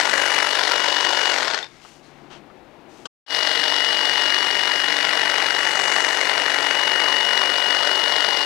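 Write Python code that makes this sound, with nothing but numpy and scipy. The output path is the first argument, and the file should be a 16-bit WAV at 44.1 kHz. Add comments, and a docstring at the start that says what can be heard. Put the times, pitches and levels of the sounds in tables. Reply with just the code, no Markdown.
"""A whining motor and rapid steel clatter coast to a stop; leaves swish, traffic murmurs far off and knocks
fall. Then the sound breaks off and the scene changes: a cordless trimmer cuts a hedge by a brick wall, then
from a stepladder. One shaft speed sets motor tones, cooling air and, geared down, the blades, which clack twice
at each reversal. Noise bursts make clacks, twigs and knocks, tiny ticks make leaves, shaped noise makes air and
traffic. Short echoes surround the impacts. Nearly all is on the left; source levels are before the two channel
gains."""
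import sys
import numpy as np
from scipy import signal
from scipy.fft import rfft, irfft
from scipy.io import wavfile

SR = 44100
rng = np.random.default_rng(int(sys.argv[2]) if len(sys.argv) > 2 else 0)


def store_wav(level_fs):
    """Save 16-bit WAV to argv[1]."""
    pcm = np.round(np.clip(np.atleast_2d(level_fs), -1, 1) * 32767)
    wavfile.write(sys.argv[1], SR, pcm.T.astype(np.int16))


N = 372644
TIME = np.arange(N) / SR  # s


def amp(db):
    """Decibel law: 20 dB is a factor of ten in amplitude."""
    return 10 ** (np.asarray(db) / 20)


def unit(x):
    """Normalisation: scales to an rms of one."""
    return x / np.sqrt(np.mean(x ** 2) + 1e-20)


def noise():
    """White noise: equal power at every frequency, rms near one."""
    return rng.standard_normal(N)


def sine(hz, phase=0):
    """Simple harmonic motion, with an optional phase in radians."""
    return np.sin(2 * np.pi * hz * TIME + phase)


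def curves(rows):
    """Linear interpolation: every column after the time becomes a curve."""
    s, *columns = np.transpose(rows)
    return [np.interp(TIME, s, column) for column in columns]


def swells(rows):
    """Half-sine envelopes: each row of start, length and height is one arch."""
    arches = [height * np.sin(np.pi * np.clip((TIME - s) / length, 0, 1)) for s, length, height in rows]
    return sum(arches)


def dying(s, decay_s):
    """Exponential decay from the instant s."""
    return (TIME >= s) * np.exp(-abs(TIME - s) / decay_s)


def wander(hz):
    """Low-passed noise: slow random variation of rms one, up to about the given rate."""
    gain = 1 / (1 + (np.fft.rfftfreq(N, 1 / SR) / hz) ** 4)
    return unit(irfft(rfft(noise()) * gain, N))


def band(x, lo_hz, hi_hz):
    """Zero-phase band-pass: the part of a sound between two frequencies."""
    return signal.sosfiltfilt(signal.butter(3, [lo_hz, hi_hz], "band", fs=SR, output="sos"), x)


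def read(points, hz):
    """Spectrum in dB, interpolated on a log-frequency axis."""
    f, db = np.transpose(points)
    return np.interp(np.log(hz + 1), np.log(f), db)


def coloured(x, points, peaks=(), size=8192):
    """Minimum-phase filtering: a broad spectrum with narrow resonances, none sounding early."""
    hz = abs(np.fft.fftfreq(size, 1 / SR))
    db = read(points, hz)
    for f, width, lift in peaks:
        db = db + lift / (1 + (2 * (hz - f) / width) ** 2)
    spectrum = np.exp(np.conj(signal.hilbert(np.log(amp(db)))))
    response = np.fft.ifft(spectrum).real
    return signal.oaconvolve(x, response[:size // 2])[:N]


# Shaft speed, governed until the motor coasts to rest. Each row: time in seconds, speed in turns per second.
FIRST_SPEED = [(0, 290.4), (.7, 290.2), (1, 292.4), (1.31, 289.5), (1.35, 277), (1.42, 265), (1.56, 143),
               (1.65, 91), (1.67, 0)]
# The second run droops a little at the end. 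Each row: time in seconds, speed in turns per second.
SECOND_SPEED = [(3.26, 290.3), (8.28, 290.3), (8.38, 287.7)]
# Clatter on the ground, then from the ladder. Each row: frequency in Hz, filter gain in dB.
GROUND_COLOUR = [(50, -37), (140, -25.5), (250, -19.5), (400, -8), (950, -4), (1250, -5), (1600, -0.5),
                 (2000, -3), (2500, -6), (4300, -6), (5500, -10.5), (7000, -17.5), (10400, -32),
                 (12500, -47), (15500, -49)]
LADDER_COLOUR = [(50, -46.5), (140, -26.5), (250, -23.5), (400, -9), (870, -6), (1230, -6.5), (1480, -4),
                 (1900, 0), (2450, -7.5), (4400, -7), (5400, -11), (7000, -23), (10400, -31), (12500, -44),
                 (15500, -48)]
FIRST_CRANK, SECOND_CRANK = .44, .826  # crank position as each run begins, strokes
GEAR = 6.0255  # shaft turns per blade stroke


def trimmer(speeds, crank, colour, level_db, whine_db):
    """Gear kinematics: one shaft speed sets the tones, the cooling air and the blade strokes."""
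    speed = curves(speeds)[0] * (TIME >= speeds[0][0])
    turns = np.cumsum(speed) / SR
    strokes = turns / GEAR + crank
    clatter = blades(strokes, speed, colour, level_db)
    return clatter + cooling_air(speed) + motor(turns, strokes, speed, whine_db)


# Ringing of the steel blades. Each row: frequency in Hz, width in Hz, lift in dB.
BLADE_MODES = [(458, 14, 4), (600, 70, 1.5), (893, 60, 2), (1450, 130, 2), (3620, 60, 2), (4450, 150, 1.5),
               (5350, 300, 2), (6449, 45, 3.5), (7951, 80, 4), (10080, 90, 2), (10450, 150, 3.5),
               (11615, 70, 5)]
# Passes into the hedge and out again. Each row: start in seconds, length in seconds, depth from 0 to 1.
PASSES = [(-.12, 0.66, 0.91), (1.17, 0.31, 0.4), (3.45, 4.74, 0.98)]
# Thick foliage shredded. Each row: start in seconds, length in seconds, thickness from 0 to 1.
FOLIAGE = [(-.2, 0.56, 0.3), (.75, 0.93, 0.24), (5.5, 0.83, 1), (6.2, 0.69, 0.3)]
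# The tone balance of the clatter shifts. Each row: time in seconds, share of the shift from 0 to 1.
BALANCE = [(4.9, 0.08), (5.7, .55), (7.4, 0.94)]
# Low body, steel edge, fizz and top treble. Each row: lower edge in Hz, upper edge in Hz.
ZONES = [(200, 1350), (2900, 5900), (5900, 9000), (9000, 17000)]
# Shift of each zone, about its mean while running. Each row: dB at full depth, dB in foliage of
# thickness 1, dB at a full balance shift.
SHADES = [(-3.5, 1, 2.5), (-7, -0.5, -2.5), (-2.5, 8.5, -0.5), (-2, 0.5, 0)]
# The top treble sizzles on the first sweep up the hedge. Each row: start in seconds, length in seconds, dB.
SIZZLE = [(-.25, 1.2, 12)]
BITE_DB = 3.5  # gain of the clatter at depth 1
# about this speed (turns per s) the blades cease to strike hard; the least gain of the clatter
SLACK_SPEED, SLACK_SHARE = 117, 0.16


def blades(strokes, speed, colour, level_db):
    """Impact and friction: clacks, steel rub and hedge rustle, shaded by the load and limp near rest."""
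    running, depth = speed > 0, swells(PASSES)
    foliage, balance = swells(FOLIAGE), curves(BALANCE)[0]
    rub = amp(-18.4) * noise()
    rustle = amp(-14) * band(noise(), 60, 1250)
    raw = clacks(strokes, running) + running * (rub + rustle)
    sound = walls(coloured(raw, colour, BLADE_MODES))
    middle = band(sound, 1400, 2700)[running]  # reference for the level
    shades = [depth_db * depth + foliage_db * foliage + balance_db * balance
              for depth_db, foliage_db, balance_db in SHADES]
    shades[-1] += swells(SIZZLE)
    for shade, zone in zip(shades, ZONES):
        gain = amp(shade - shade[running].mean())
        sound = sound + band(sound, *zone) * (gain - 1)
    vigour = speed ** 6 / (speed ** 6 + SLACK_SPEED ** 6)
    vigour = np.maximum(vigour, SLACK_SHARE)
    level = amp(level_db + BITE_DB * depth + 0.34 * wander(hz=5))
    return level * vigour * sound / middle.std()


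# One to-and-fro of the blades. Each row: place in strokes, strength in dB, decay in ms.
CLACKS = [(-.21, -1.5, 1.8), (0.029, 0, 1.8), (.78, -1.5, 2.1), (1.02, .3, 3.1)]
# Knock of the gear case. Each row: frequency in Hz, decay in ms, relative level in dB.
GEAR_CASE = [(997, 1.45, -4), (1517, 2, -12), (1905, 1.23, 0.5)]


def clacks(strokes, running):
    """Impact excitation: play closes, then teeth meet; each blow chatters and rings the gear case."""
    force, knock = np.zeros(N), np.zeros(N)
    ms = np.arange(SR // 20) * 1e3 / SR
    ring = sum(amp(db) * np.exp(-ms / decay_ms) * np.sin(2 * np.pi * hz * ms / 1e3)
               for hz, decay_ms, db in GEAR_CASE)
    cycles = np.arange(0, strokes[-1] + 2, 2)  # two strokes to and fro
    for place, db, decay_ms in CLACKS:
        # random lateness in strokes and strength in dB
        late, size_db = (rng.standard_normal((len(cycles), 2)) * [.012, .8]).T
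        at = np.searchsorted(strokes, cycles + place + late)
        blows = np.bincount(at, amp(db + size_db), N + 1)[:N] * running
        pulse = (1 - np.exp(-ms / 1.0)) * np.exp(-ms / decay_ms)  # 1 ms rise
        force += signal.oaconvolve(blows, pulse)[:N]
        knock += signal.oaconvolve(blows, ring)[:N]
    chatter = force * noise()
    return chatter + amp(-13.0) * knock


# Weaker motor tones. Each row: multiple of the shaft speed, mean level in dB at full speed.
WEAK_ORDERS = [(1, -49), (2, -51), (22, -60), (40, -73)]
# The whine fades at times as the tool is swung. Each row: start in seconds, length in seconds, dip in dB.
WHINE_DIPS = [(-.3, 0.59, -6.5), (.2, 0.42, -1), (.56, 0.19, -12), (2.9, 0.94, -4), (4.3, 2.08, -4.5),
              (5.95, 0.93, -4.5)]
SWITCHING_HZ, SWITCHING_DB = 12932, -70.5  # thin tone of the drive, mean level at full speed


def motor(turns, strokes, speed, whine_db):
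    """Shaft orders: tones at multiples of the speed, bent and throbbing as the governor hunts and strokes load it."""
    stroke = np.cos(2 * np.pi * strokes)
    sag = 0.022 * stroke
    hunting = .02 * wander(hz=25) + 0.31 * wander(hz=2.73)
    angle = 2 * np.pi * turns + sag + hunting
    level_db = whine_db + swells(WHINE_DIPS) + 0.63 * wander(hz=3.7)
    throb = 1 + 0.061 * stroke + 0.049 * wander(hz=30)
    whine = amp(level_db) * throb * np.sin(10 * angle)  # tenth order
    others = sum(amp(db + 2 * wander(hz=5)) * np.sin(k * angle) for k, db in WEAK_ORDERS)
    switching = amp(SWITCHING_DB + 3 * wander(hz=8)) * sine(SWITCHING_HZ, wander(hz=25))
    # the root of two makes the tone levels rms
    return np.sqrt(2) * (whine + others + switching) * (speed > 0) * (speed / speed.max()) ** 5


# Hiss of the cooling air. Each row: frequency in Hz, filter gain in dB.
AIR_COLOUR = [(3000, -23), (6000, 1), (8000, -3), (10400, -8.5), (11800, -12), (13000, -13.5), (15500, -25)]


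def cooling_air(speed):
    """Flow noise: a hiss whose amplitude follows the square of the shaft speed, with the blade resonances."""
    hiss = unit(coloured(noise(), AIR_COLOUR, BLADE_MODES))
    return amp(-45) * (speed / speed.max()) ** 2 * hiss


# The steel sings while it drags through the hedge. Each row: time in seconds, level in dB.
SINGING = [(5.2, -75), (5.5, -54), (5.9, -49), (6.2, -53), (6.4, -58), (6.7, -52), (6.95, -75)]


def singing():
    """Friction-sustained resonance: one narrow blade mode as randomly modulated 6455 Hz."""
    ring = (wander(hz=45) + 1j * wander(hz=45)) * np.exp(2j * np.pi * 6455 * TIME)
    sounding = (TIME > SINGING[0][0]) * (TIME < SINGING[-1][0])
    return amp(curves(SINGING)[0]) * ring.real * sounding


# Twigs cut through. Each row: start in seconds, strength of the burst in dB before its colouring.
TWIGS = [(5.028, -11), (5.214, -21), (5.776, -24), (5.994, -16), (6.086, -25), (7.377, -7), (7.5, -19)]


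def twigs():
    """Brittle fracture: thicker stems crack in short bright noise bursts."""
    force = sum(amp(db) * dying(s, decay_s=0.0014) for s, db in TWIGS)
    crack = [(80, -50), (300, -18), (1000, -2), (3500, 1), (7000, -12), (15000, -34)]  # Hz, dB
    return walls(coloured(force * noise(), crack))


# The ping of the blades as they stop: start in seconds, frequency in Hz, level in dB, 60 dB decay in seconds.
LAST_RING = (1.629, 3620, -23, .04)
# The tool is handled. Each row: start in seconds, strength in dB, hardness as the highest Hz.
KNOCKS = [(1.849, -41.5, 2000), (2.5, -45, 1800), (3.055, -32.5, 8800)]
# Resonances of the plastic housing. Each row: frequency in Hz, width in Hz, dB before the width scaling.
HOUSING = [(510, 72, -4), (880, 390, -1.5), (1160, 280, 4.5), (1470, 130, -5.5), (2960, 440, 5),
           (4200, 710, -2), (7000, 1600, -31)]


def handling():
    """Modal resonance: the blades' last ping, and knocks ringing the housing; soft knocks are dull."""
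    s, hz, db, t60 = LAST_RING
    ping = amp(db) * dying(s, t60 / np.log(1000)) * sine(hz)
    force = sum(amp(db) * dying(s, decay_s=0.0084) * band(noise(), 100, top_hz)
                for s, db, top_hz in KNOCKS)
    ring = np.zeros(N)
    for f, width, db in HOUSING:
        mode = signal.lfilter(*signal.iirpeak(f, f / width, SR), force)
        ring += amp(db) * np.sqrt(SR / width / 10) * mode  # narrow modes are raised
    return walls(ping + ring)


def walls(x, wet_db=-9, t60=0.2, count=90):
    """Early reflection: scattered echoes of house wall, eaves and ground, shifting as the man moves."""
    out = x
    for place in np.arange(0, N / SR + 1, .5):  # overlapping one-second spans
        delay = rng.uniform(.002, .09, count)
        taps = np.zeros(SR // 10)
        decay = np.exp(-np.log(1000) * delay / t60)
        taps[(delay * SR).astype(int)] = rng.choice([-1, 1], count) * decay
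        near = np.flatnonzero(abs(TIME - place) < .5)
        if len(near):
            faded = x[near] * np.cos(np.pi * (TIME[near] - place))
            echo = signal.fftconvolve(faded, taps / np.linalg.norm(taps))
            out = out + amp(wet_db) * np.pad(echo, (near[0], N))[:N]
    return out


def grit(per_s, spread_db):
    """Random impact train: dense tiny blows of uneven size, of rms one."""
    sizes = amp(spread_db * np.minimum(rng.exponential(1, N), 4))
    return unit(sizes * rng.choice([-1., 1.], N) * (rng.random(N) < per_s / SR))


# Leaves brushed and falling. Each row: start in seconds, length in seconds, level in dB,
# brightness in dB per octave, strongest frequency in Hz.
SWISHES = [(1.648, 0.38, -54, -1.5, 2160), (1.808, 0.25, -53.5, 2.5, 2900), (2.024, 0.12, -57, 0.5, 4200),
           (2.053, 0.39, -58, -4.5, 2250), (2.301, .11, -44, -5, 3020), (2.882, 0.38, -58.5, 3.5, 2300)]
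# Colour of leaf ticks before the brightness tilt. Each row: frequency in Hz, filter gain in dB.
LEAF_COLOUR = [(300, -14), (1200, 0), (2000, 0), (3500, 0), (6000, -1.5), (9000, -11.5), (15000, -31)]


def leaves():
    """Granular friction: many tiny leaf ticks swell quickly and fade as a swish."""
    out = np.zeros(N)
    for s, length, db, tilt_db, peak_hz in SWISHES:
        u = np.clip((TIME - s) / length, 0, 1)
        colour = [(f, level + tilt_db * np.log2(f / LEAF_COLOUR[0][0])) for f, level in LEAF_COLOUR]
        ticks = coloured(grit(per_s=6000, spread_db=3), colour, [(peak_hz, 500, 7)])
        out += amp(db) * np.sin(np.pi * u ** 0.5) * unit(ticks)
    return out


# Still air of the yard. Each row: frequency in Hz, filter gain in dB.
YARD_COLOUR = [(15, -40), (25, -3), (96, -4.5), (267, -1), (368, -2), (457, -8), (826, -7), (2700, -16.5),
               (3000, -24.5), (3530, -18.5), (15500, -42)]
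# A far vehicle draws near and lingers. Each row: time in seconds, level in dB before a 2 dB cut.
TRAFFIC = [(1.72, -58.5), (2.17, -47.5), (3.03, -46.5)]
# Rumble of the road. Each row: frequency in Hz, filter gain in dB.
TRAFFIC_COLOUR = [(60, -30.5), (170, -7.5), (260, -4), (350, -3.5), (480, -8), (800, -6.5), (1200, -15),
                  (3000, -21.5), (8000, -49.5)]
# The traffic hum swells and fades. Each row: start in seconds, length in seconds, gain at the top.
HUM_SWELL = [(1.45, 1.35, 1.34)]


def yard():
    """Broadband ambience: shaped noise for still air and far traffic, with an unsteady low hum."""
    air = amp(-55.5) * unit(coloured(noise(), YARD_COLOUR))
    rumble = coloured(noise(), TRAFFIC_COLOUR, [(353, 38, 5.7), (807, 19, 4.3)])
    road = amp(curves(TRAFFIC)[0] - 2.0) * unit(rumble)
    hum = amp(-59 + 1.4 * wander(hz=2.6)) * sine(146, 0.7 * wander(hz=3.6))
    return air + road + swells(HUM_SWELL) * hum


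RELEASE_S, WHINE_FALL_DB_PER_S = 1.325, 700  # the trigger is let go and the whine dies with the current


def scene():
    """Superposition: both runs and the pause add up, almost wholly on the left."""
    released_db = -WHINE_FALL_DB_PER_S * np.maximum(TIME - RELEASE_S, 0)
    first = trimmer(FIRST_SPEED, FIRST_CRANK, GROUND_COLOUR, level_db=-27.5, whine_db=-28.5 + released_db)
    second = trimmer(SECOND_SPEED, SECOND_CRANK, LADDER_COLOUR, level_db=-28.5, whine_db=-25.0)
    mono = first + second + singing() + twigs() + handling() + leaves() + yard()
    return amp([[5.2], [-15.3]]) * mono  # left and right gains


# The sound breaks off and fades back in as the scene changes. Each row: time in seconds, gain.
BREAK = [(3.064, 1), (3.073, 0), (3.262, 0), (3.29, .14), (3.305, .45), (3.345, 1)]


def record(dry):
    """Saturation and band limiting: the silent change of scene, soft rounding of peaks, then a low-pass."""
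    x = dry * curves(BREAK)[0]
    x = x / (1 + (x / .9) ** 6) ** (1 / 6)
    low_pass = signal.firwin(511, 15750, window=("kaiser", 9), fs=SR)
    return signal.oaconvolve(x, low_pass[None], "same")


dry = scene()
out = record(dry)
store_wav(out)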